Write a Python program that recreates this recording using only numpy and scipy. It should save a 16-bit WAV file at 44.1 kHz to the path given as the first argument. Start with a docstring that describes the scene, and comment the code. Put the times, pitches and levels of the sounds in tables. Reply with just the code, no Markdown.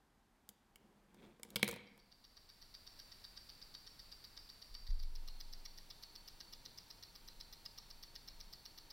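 """Bracelet clicks, a slide over a desk and a snap into a holder: a watch is turned in the hands.
Two stretches of ticking then fade in, eight beats a second in a quiet room, the second from closer by.
Clacks are shaped noise bursts, ticks are dying steel modes and the slide is noise through desk modes.
The microphone stand is bumped and sways at a very low pitch; background noise and faint hum lie below."""
import sys
import numpy as np
from scipy import signal
from scipy.fft import rfft, irfft
from scipy.io import wavfile

SR = 44100
rng = np.random.default_rng(int(sys.argv[2]) if len(sys.argv) > 2 else 0)


def level_to_linear(level):
    """Convert decibel levels to linear amplitude factors, elementwise."""
    exponent = np.asarray(level, float) / 20
    return 10 ** exponent


def master(y):
    """Save y as 16-bit WAV."""
    cut = np.clip(np.atleast_2d(y).T, -1, 1)
    pcm = np.round(cut * 32767)  # scale
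    wavfile.write(sys.argv[1], SR, pcm.astype(np.int16))


N = 393372

# Cross-fade of the stretches: hands, far watch, near watch. Each row: time in seconds, share 0-1.
FADES = [
    [(0, 0.44), (1.8, 0.52), (3, 0.1)],
    [(1.75, 0.03), (3.05, 0.93), (4.8, 0.87), (5.2, 0.06)],
    [(4.75, 0), (5.2, 0.94)],
]
# Upper edge of the background noise in each stretch: hands, far, near, in Hz.
HISS_EDGE_HZ = [14900, 15850, 15850]


def evened(x):
    """Scales to rms 1."""
    return x / np.sqrt(np.mean(x ** 2) + 1e-20)


def peaked(x):
    """Scales to peak 1."""
    return x / (abs(x).max() + 1e-20)


def read(points, hz):
    """Value of a spectrum table on a log-frequency axis."""
    f, value = np.transpose(points)
    return np.interp(np.log(hz + 1), np.log(f + 1), value)


def curve(rows, **ends):
    """A time table, sample by sample."""
    return np.interp(np.arange(N) / SR, *np.transpose(rows), **ends)


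def add(mix, s, sound):
    """Mixes a sound in at a time in seconds."""
    part = mix[round(s * SR):][:len(sound)]
    part += sound[:len(part)]


def resonate(x, hz, width_hz):
    """One-pole complex resonance of about unit gain at its centre."""
    pole = np.exp((2j * np.pi * hz - np.pi * width_hz) / SR)
    return 2 * signal.lfilter([1 - abs(pole)], [1, -pole], x, axis=-1).real


def resonate_twice(x, hz, width_hz):
    """Two equal resonances in a row, for steeper skirts."""
    return resonate(resonate(x, hz, width_hz), hz, width_hz)


def ring(hz, db, t60_s, seconds, rise_s, scatter_db, detune):
    """Dying modes; each blow lands elsewhere, so their strengths, phases and pitches scatter."""
    t = np.arange(round(seconds * SR))[:, None] / SR
    phase, strength, pitch = rng.standard_normal((3, len(hz)))
    turns = hz * (1 + detune * pitch) * t + phase
    modes = level_to_linear(db + scatter_db * strength - 60 * t / t60_s) * np.sin(2 * np.pi * turns)
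    return peaked(modes.sum(1) * (1 - np.exp(-t[:, 0] / rise_s)))


def tail(t60_at):
    """Diffuse room tail of energy 1: noise whose decay time depends on frequency."""
    hz, t, z = signal.stft(rng.standard_normal(SR), SR, nperseg=256)
    out = signal.istft(z * level_to_linear(-60 * t / t60_at(hz)[:, None]), SR, nperseg=256)[1]
    out[:200] = 0  # the first wall is some way off
    return out / np.linalg.norm(out)


def shaped_noise(spectrum, edge_hz):
    """Noise of rms 1 with a given spectrum and a sharp upper edge."""
    hz = np.fft.rfftfreq(N, 1 / SR)
    bins = rfft(rng.standard_normal(N)) * level_to_linear(read(spectrum, hz)) * (hz < edge_hz)
    return evened(irfft(bins, N))


def air():
    """Background as shaped noise, with faint hum, and in the later two stretches noise of opposite sign per ear."""
    # Background of each stretch: room and microphone noise, plus the watch's blurred ringing near 4.7 kHz.
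    # Each row: frequency in Hz, relative density in dB per Hz.
    spectra = [
        [(18, -53), (30, 2), (103, -12.5), (215, -7.5), (404, -14), (540, -19.5), (780, -13), (1460, -21),
         (1590, -19.5), (2410, -26), (16000, -37.5)],
        [(18, -36.5), (30, -1), (507, -18), (926, -17.5), (2440, -20.5), (3250, -21.5), (4690, -10.5),
         (5210, -18.5), (5640, -25), (6600, -27), (15600, -27)],
        [(18, -31), (30, -4.5), (133, -9), (642, -18), (926, -14), (1000, -18.5), (2570, -21), (4450, -19.5),
         (5790, -23), (6770, -27), (15600, -27.5)],
    ]
    # Rms of each stretch's background at full share, in dB.
    noise_db = [-67, -64, -66]
    # Side noise of opposite sign per ear, hollowed out around 4-5.5 kHz.
    # Each row: frequency in Hz, relative density in dB per Hz.
    unlike = [(18, -22), (30, 1.5), (250, 3.5), (1980, -3.5), (3010, -5), (3700, -14), (4200, -34),
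              (5500, -30), (6500, -4), (12700, -2), (15600, -5.5)]
    unlike_db = -74.3
    # Steady machines. Each row: frequency in Hz, rms at full share in dB, stretch 0-2.
    hum = [(42, -80, 1), (930.5, -88, 1), (930.5, -83, 2), (3230, -92, 2)]
    shares = [np.clip(curve(f), 0, 1) for f in FADES]
    out = np.zeros((2, N))
    for share, spectrum, db, edge_hz in zip(shares, spectra, noise_db, HISS_EDGE_HZ):
        out += share * level_to_linear(db) * shaped_noise(spectrum, edge_hz)
    for hz, db, stretch in hum:
        tone = evened(np.sin(2 * np.pi * hz * np.arange(N) / SR))
        out += shares[round(stretch)] * level_to_linear(db) * tone
    side = level_to_linear(unlike_db) * shaped_noise(unlike, HISS_EDGE_HZ[-1])
    return out + np.hypot(shares[1], shares[2]) ** 1.5 * side * [[1], [-1]]


def stand():
    """Knocks set the stand's modes swinging; a low rumble of uneven level trembles at the same pitch."""
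    # Stand trembling with the floor. Each row: time in seconds, base level in dB.
    sway = [(1.8, -80), (2.6, -71), (4.6, -67.5), (5.5, -65), (5.9, -69), (8.92, -65.5)]
    # Moments when the low rumble happens to be stronger. Each row: centre in seconds, added level in dB.
    stronger = [(6.6, 2.7), (7.38, 8.4), (7.93, 3.5), (8.45, 7.5)]
    stronger_s = 0.16  # half width at 1/e
    # Knocks. Each row: start in seconds, peak in dB.
    bumps = [(4.69, -48), (4.80, -47.5), (4.884, -28.5)]
    # Modes of the stand. Each row: settled frequency in Hz, relative level in dB, t60 in seconds.
    stand_modes = [(19.7, -5, 2.3), (27.5, -7, .7), (66, -21, 1.1)]
    now = np.arange(N) / SR
    uneven_db = sum(db * np.exp(-((now - s) / stronger_s) ** 2) for s, db in stronger)
    rumble = evened(resonate_twice(rng.standard_normal(N), 19.7, 16.7))
    out = level_to_linear(curve(sway, left=-150) + uneven_db) * rumble
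    t = np.arange(2 * SR) / SR
    # the first swing is faster, while the knuckle still pushes
    hurried = t + 0.022 * (1 - np.exp(-t / 0.018))
    # neighbouring modes start in opposite directions
    swing = sum((-1) ** k * level_to_linear(db - 60 * t / t60_s) * np.sin(2 * np.pi * hz * hurried)
                for k, (hz, db, t60_s) in enumerate(stand_modes))
    knock = peaked(swing * (1 - np.exp(-t / 0.014)))
    for s, db in bumps:
        add(out, s, level_to_linear(db) * knock)
    return out


def clacks(holder_modes):
    """Bracelet and holder: a bright crack, a short rattle in the jaw and the desk's low ring."""
    # Each row: start in seconds, peaks of jaw, desk ring and crack in dB, pitch of the struck part in Hz.
    clack_rows = [(0.4906, -49, -56, -37, 3200), (0.758, -51, -63, -45, 2840),
                  (1.1445, -63, -56.5, -56, 4580), (1.3965, -73, -52.5, -62, 2790),
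                  (1.4321, -41, -49.5, -33, 4520), (1.449, -68, -51, -53, 2220),
                  (1.4885, -69, -65, -61, 2110), (1.504, -50, -66.5, -43, 3600),
                  (1.5586, -24, -29.5, -25, 3960), (1.5645, -32, -38, -29.5, 4940),
                  (1.5954, -51, -44, -48, 2690), (1.6288, -17, -23, -23, 2260),
                  (1.6447, -43, -43.5, -33, 3020), (1.6782, -29.5, -36, -30, 2350),
                  (1.6877, -35.5, -36.5, -30.5, 2800), (1.694, -50, -38.5, -37, 1500),
                  (1.7122, -58, -48.5, -35, 2780), (1.7276, -50, -41, -46, 2230),
                  (1.7393, -44, -46.5, -45, 1600), (1.7617, -52, -42, -46, 1800),
                  (1.9774, -62, -57, -54.5, 1500)]
    # Plastic jaw. Each row: frequency in Hz, width of each of two passes in Hz, relative level in dB.
    jaw_modes = [(1150, 1000, -11.5), (2230, 240, 6), (2670, 250, -10), (3280, 1000, 0.5),
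                 (4740, 2200, -8.5)]
    out, t = np.zeros(N), np.arange(6000) / SR
    high = signal.butter(2, [5600, 15000], "band", fs=SR, output="sos")
    fade_out = signal.windows.tukey(2 * len(t), 0.3)[len(t):]
    for s, jaw_db, desk_db, crack_db, part_hz in clack_rows:
        crack, rattle, shove = rng.standard_normal((3, len(t)))
        crack = crack * (level_to_linear(-60 * t / 0.0039) + level_to_linear(-13 - 60 * t / 0.036))  # sharp tip, faint afterglow
        add(out, s, level_to_linear(crack_db) * peaked(signal.sosfilt(high, crack)))

        rattle = rattle * level_to_linear(-60 * t / 0.0073)
        jaw = -sum((-1) ** k * level_to_linear(db) * resonate_twice(rattle, hz, width_hz)
                   for k, (hz, width_hz, db) in enumerate(jaw_modes))
        jaw = peaked(jaw) + 0.94 * peaked(resonate_twice(rattle, part_hz, 1400))
        add(out, s + 0.0007, level_to_linear(jaw_db) * peaked(jaw))

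        shove = shove * level_to_linear(-60 * t / 0.021)
        desk = sum(level_to_linear(db) * np.sqrt(t60_s) * resonate(shove, hz, 2.1 / t60_s)
                   for hz, db, t60_s in holder_modes)
        add(out, s + 0.00079, level_to_linear(desk_db) * peaked(desk) * fade_out)
    return out


def slide(holder_modes):
    """The case rubs on the desk: noise through three desk modes, with one creak of stick and slip."""
    # Rub. Each row: time in seconds, rms in dB.
    slide_rows = [(.76, -87), (.81, -70.5), (1.05, -75.5), (1.18, -68.5), (1.24, -60), (1.3, -66),
                  (1.39, -81), (1.55, -59.5)]
    creak_s, creak_db, rise_db_per_s, fall_db_per_s = 1.235, -72, 140, 110
    rub = rng.standard_normal(N)
    drone = sum(level_to_linear(db) * evened(resonate(rub, hz, 4.1 / t60_s)) for hz, db, t60_s in holder_modes[2:5])
    slips = (rng.random(N) < 160 / SR) * level_to_linear(3.6 * rng.standard_normal(N))  # uneven, about 160 a second
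    creak = resonate_twice(slips, 2300, 900) + resonate(resonate(slips, 3200, 700), 3400, 700)
    since = np.arange(N) / SR - creak_s
    below_db = np.maximum(-rise_db_per_s * since, fall_db_per_s * since)
    out = level_to_linear(curve(slide_rows, left=-150, right=-150)) * evened(drone)
    return out + level_to_linear(creak_db - below_db) * evened(creak)


def handling():
    """Clacks and slide excite the room, most strongly near 3 kHz and low down."""
    # Holder and desk. Each row: frequency in Hz, relative level in dB, nominal t60 in seconds.
    holder_modes = [(65, -11, 0.22), (127.9, -5, 0.048), (205, 3.5, 0.1), (262, -7.5, 0.044),
                    (350, -5, 0.042), (460, 1.5, 0.051), (554, -15.5, 0.033), (740, -10, 0.046),
                    (920, -4.5, 0.041)]
    # Room decay. Each row: frequency in Hz, t60 in seconds.
    room = [(150, 0.92), (400, 0.63), (1040, 0.85), (2760, 0.7), (7280, 0.38), (15000, 0.26)]
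    dry = clacks(holder_modes) + slide(holder_modes)
    sent = 0.71 * resonate(dry, 3300, 2600) + 0.72 * resonate(dry, 300, 600) + 0.45 * dry
    return dry + level_to_linear(-15) * signal.fftconvolve(sent, tail(lambda hz: read(room, hz)))[:N]


def watch(far_or_near):
    """Three tiny steel impacts a beat ring the movement; the room holds on to the case's main band."""
    # Movement and case. Each row: frequency in Hz, relative level far and near in dB, t60 in seconds.
    watch_modes = [(1214, -19.5, -17.5, 0.044), (1612, -20.5, -23, 0.058), (1908, -14, -15, 0.038),
                   (2265, -22, -20.5, 0.054), (2858, -18.5, -15.5, 0.047), (3170, -19, -23, 0.056),
                   (3457, -18, -3, 0.013), (3762, 3.5, -7, 0.011), (4093, -8, 3, 0.013),
                   (4415, 6.5, -4.5, 0.0082), (4500, -13, -2.5, 0.021), (4616, 2, -4.5, 0.025),
                   (4853, 2, -4.5, 0.028), (5014, -32, 1.5, 0.023), (5236, -9, -2, 0.021),
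                   (5550, 1.5, 2, 0.018), (5785, -9, -2, 0.016), (6014, -13, -5, 0.012),
                   (10250, -3, -1, 0.018), (12750, 2, -8, .022), (12980, 1, 5, 0.022),
                   (13330, -9, -1, 0.022), (14180, -5, 6, 0.019), (15160, -1, 4, 0.019),
                   (15680, -6, -8, .016)]
    # Delays of unlocking, impulse and drop inside a beat, in seconds.
    steps_s = [0, 0.0034, .0088]
    # Alternating pallets, far then near. Each row: unlocking, impulse, drop, top ring, peaks in dB.
    pallets = [
        [(-49.5, -44.5, -42, -65.5), (-48, -45.5, -41.5, -61.5)],
        [(-52, -43, -41, -58.5), (-47.5, -45.5, -41, -55.5)],
    ]
    # Start and end of the beats, far then near, in seconds.
    first_beat_s = [1.8653, 4.9005]
    last_beat_s = [5.0, 8.91]
    # Beats with a harder drop, far then near, counted from 0 in each stretch.
    hard_beats = [
        [7, 9, 11, 15, 20, 23],
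        [5, 6, 13, 14, 15, 20, 22, 23, 26, 27, 29, 30],
    ]
    # Lingering bands, far then near. Each row: frequency in Hz, width of each of two passes in Hz, level in dB.
    linger = [
        [(4730, 540, -1), (5340, 800, -3), (3800, 290, -9)],
        [(4350, 570, 4.5), (5560, 500, -6.5), (3760, 270, 3)],
    ]
    # Level in dB and t60 in seconds of the lingering sound, far then near.
    linger_db = [0.5, -1.6]
    linger_t60_s = [0.6, 0.81]
    beat_s = 0.12503  # eight a second, a little slow
    hard_db, early_scatter_db, drop_scatter_db = 3, 1.5, 0.64
    snap_db, snap_hz, snap_width_hz = -16.5, 8500, 6000  # bare click of steel on jewel, under the ring
    top_hz = 8000

    hz, *levels, t60_s = np.transpose(watch_modes)
    db, top = levels[far_or_near], hz > top_hz
    low_modes = hz[~top], db[~top], t60_s[~top]
    top_modes = hz[top], db[top], t60_s[top]
    scatter_db = np.array([early_scatter_db, early_scatter_db, drop_scatter_db, early_scatter_db])
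    dry = np.zeros((4, N))  # beats in rotation, so that neighbours echo unalike
    for k, s in enumerate(np.arange(first_beat_s[far_or_near], last_beat_s[far_or_near], beat_s)):
        share = np.clip(np.interp(s, *np.transpose(FADES[far_or_near + 1])), 0, 1)
        *blows_db, top_db = pallets[far_or_near][k % 2] + scatter_db * rng.standard_normal(4)
        blows_db[-1] += hard_db * (k in hard_beats[far_or_near])
        for late_s, blow_db in zip(steps_s, blows_db):
            body = ring(*low_modes, 0.05, 0.00044, 3.1, 0.0098)
            add(dry[k % 4], s + late_s, share * level_to_linear(blow_db) * body)
            snap = rng.standard_normal(80) * np.exp(-np.arange(80) / 12)
            snap = peaked(resonate_twice(snap, snap_hz, snap_width_hz))
            add(dry[k % 4], s + late_s, share * level_to_linear(blow_db + snap_db) * snap)
            top_ring = ring(*top_modes, 0.03, 0.00043, 3.1, 0.011)
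            add(dry[k % 4], s + late_s, share * level_to_linear(top_db) * top_ring)
    rooms = np.array([tail(lambda f: linger_t60_s[far_or_near] + 0 * f) for part in dry])
    held = sum(level_to_linear(d) * resonate_twice(rooms, f, width_hz) for f, width_hz, d in linger[far_or_near])
    echo = signal.fftconvolve(dry, held, axes=1)[:, :N]
    return (dry + level_to_linear(linger_db[far_or_near]) * echo).sum(0)


def scene():
    """Hands and holder, then the two stretches of ticking, over stand and background."""
    ear_lag_s = 3.8e-6  # the ticks reach one side a little sooner
    low_pass = signal.butter(10, HISS_EDGE_HZ[-1], fs=SR, output="sos")
    ticks = signal.sosfilt(low_pass, watch(0) + watch(1))
    lead = ear_lag_s * SR / 2 * np.gradient(ticks)
    return air() + stand() + handling() + ticks + lead * [[1], [-1]]


def top_cut(x):
    """Nothing passes above the cut-off."""
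    return signal.sosfilt(signal.butter(12, 16850, fs=SR, output="sos"), x)


def record(dry):
    """Limits the band with a steep linear-phase low-pass at 16.5 kHz."""
    edge = signal.firwin(401, 16500, window=("kaiser", 9), fs=SR)
    mix = signal.oaconvolve(dry, edge[None], "same")
    return top_cut(mix)


dry = scene()
out = record(dry)
master(out)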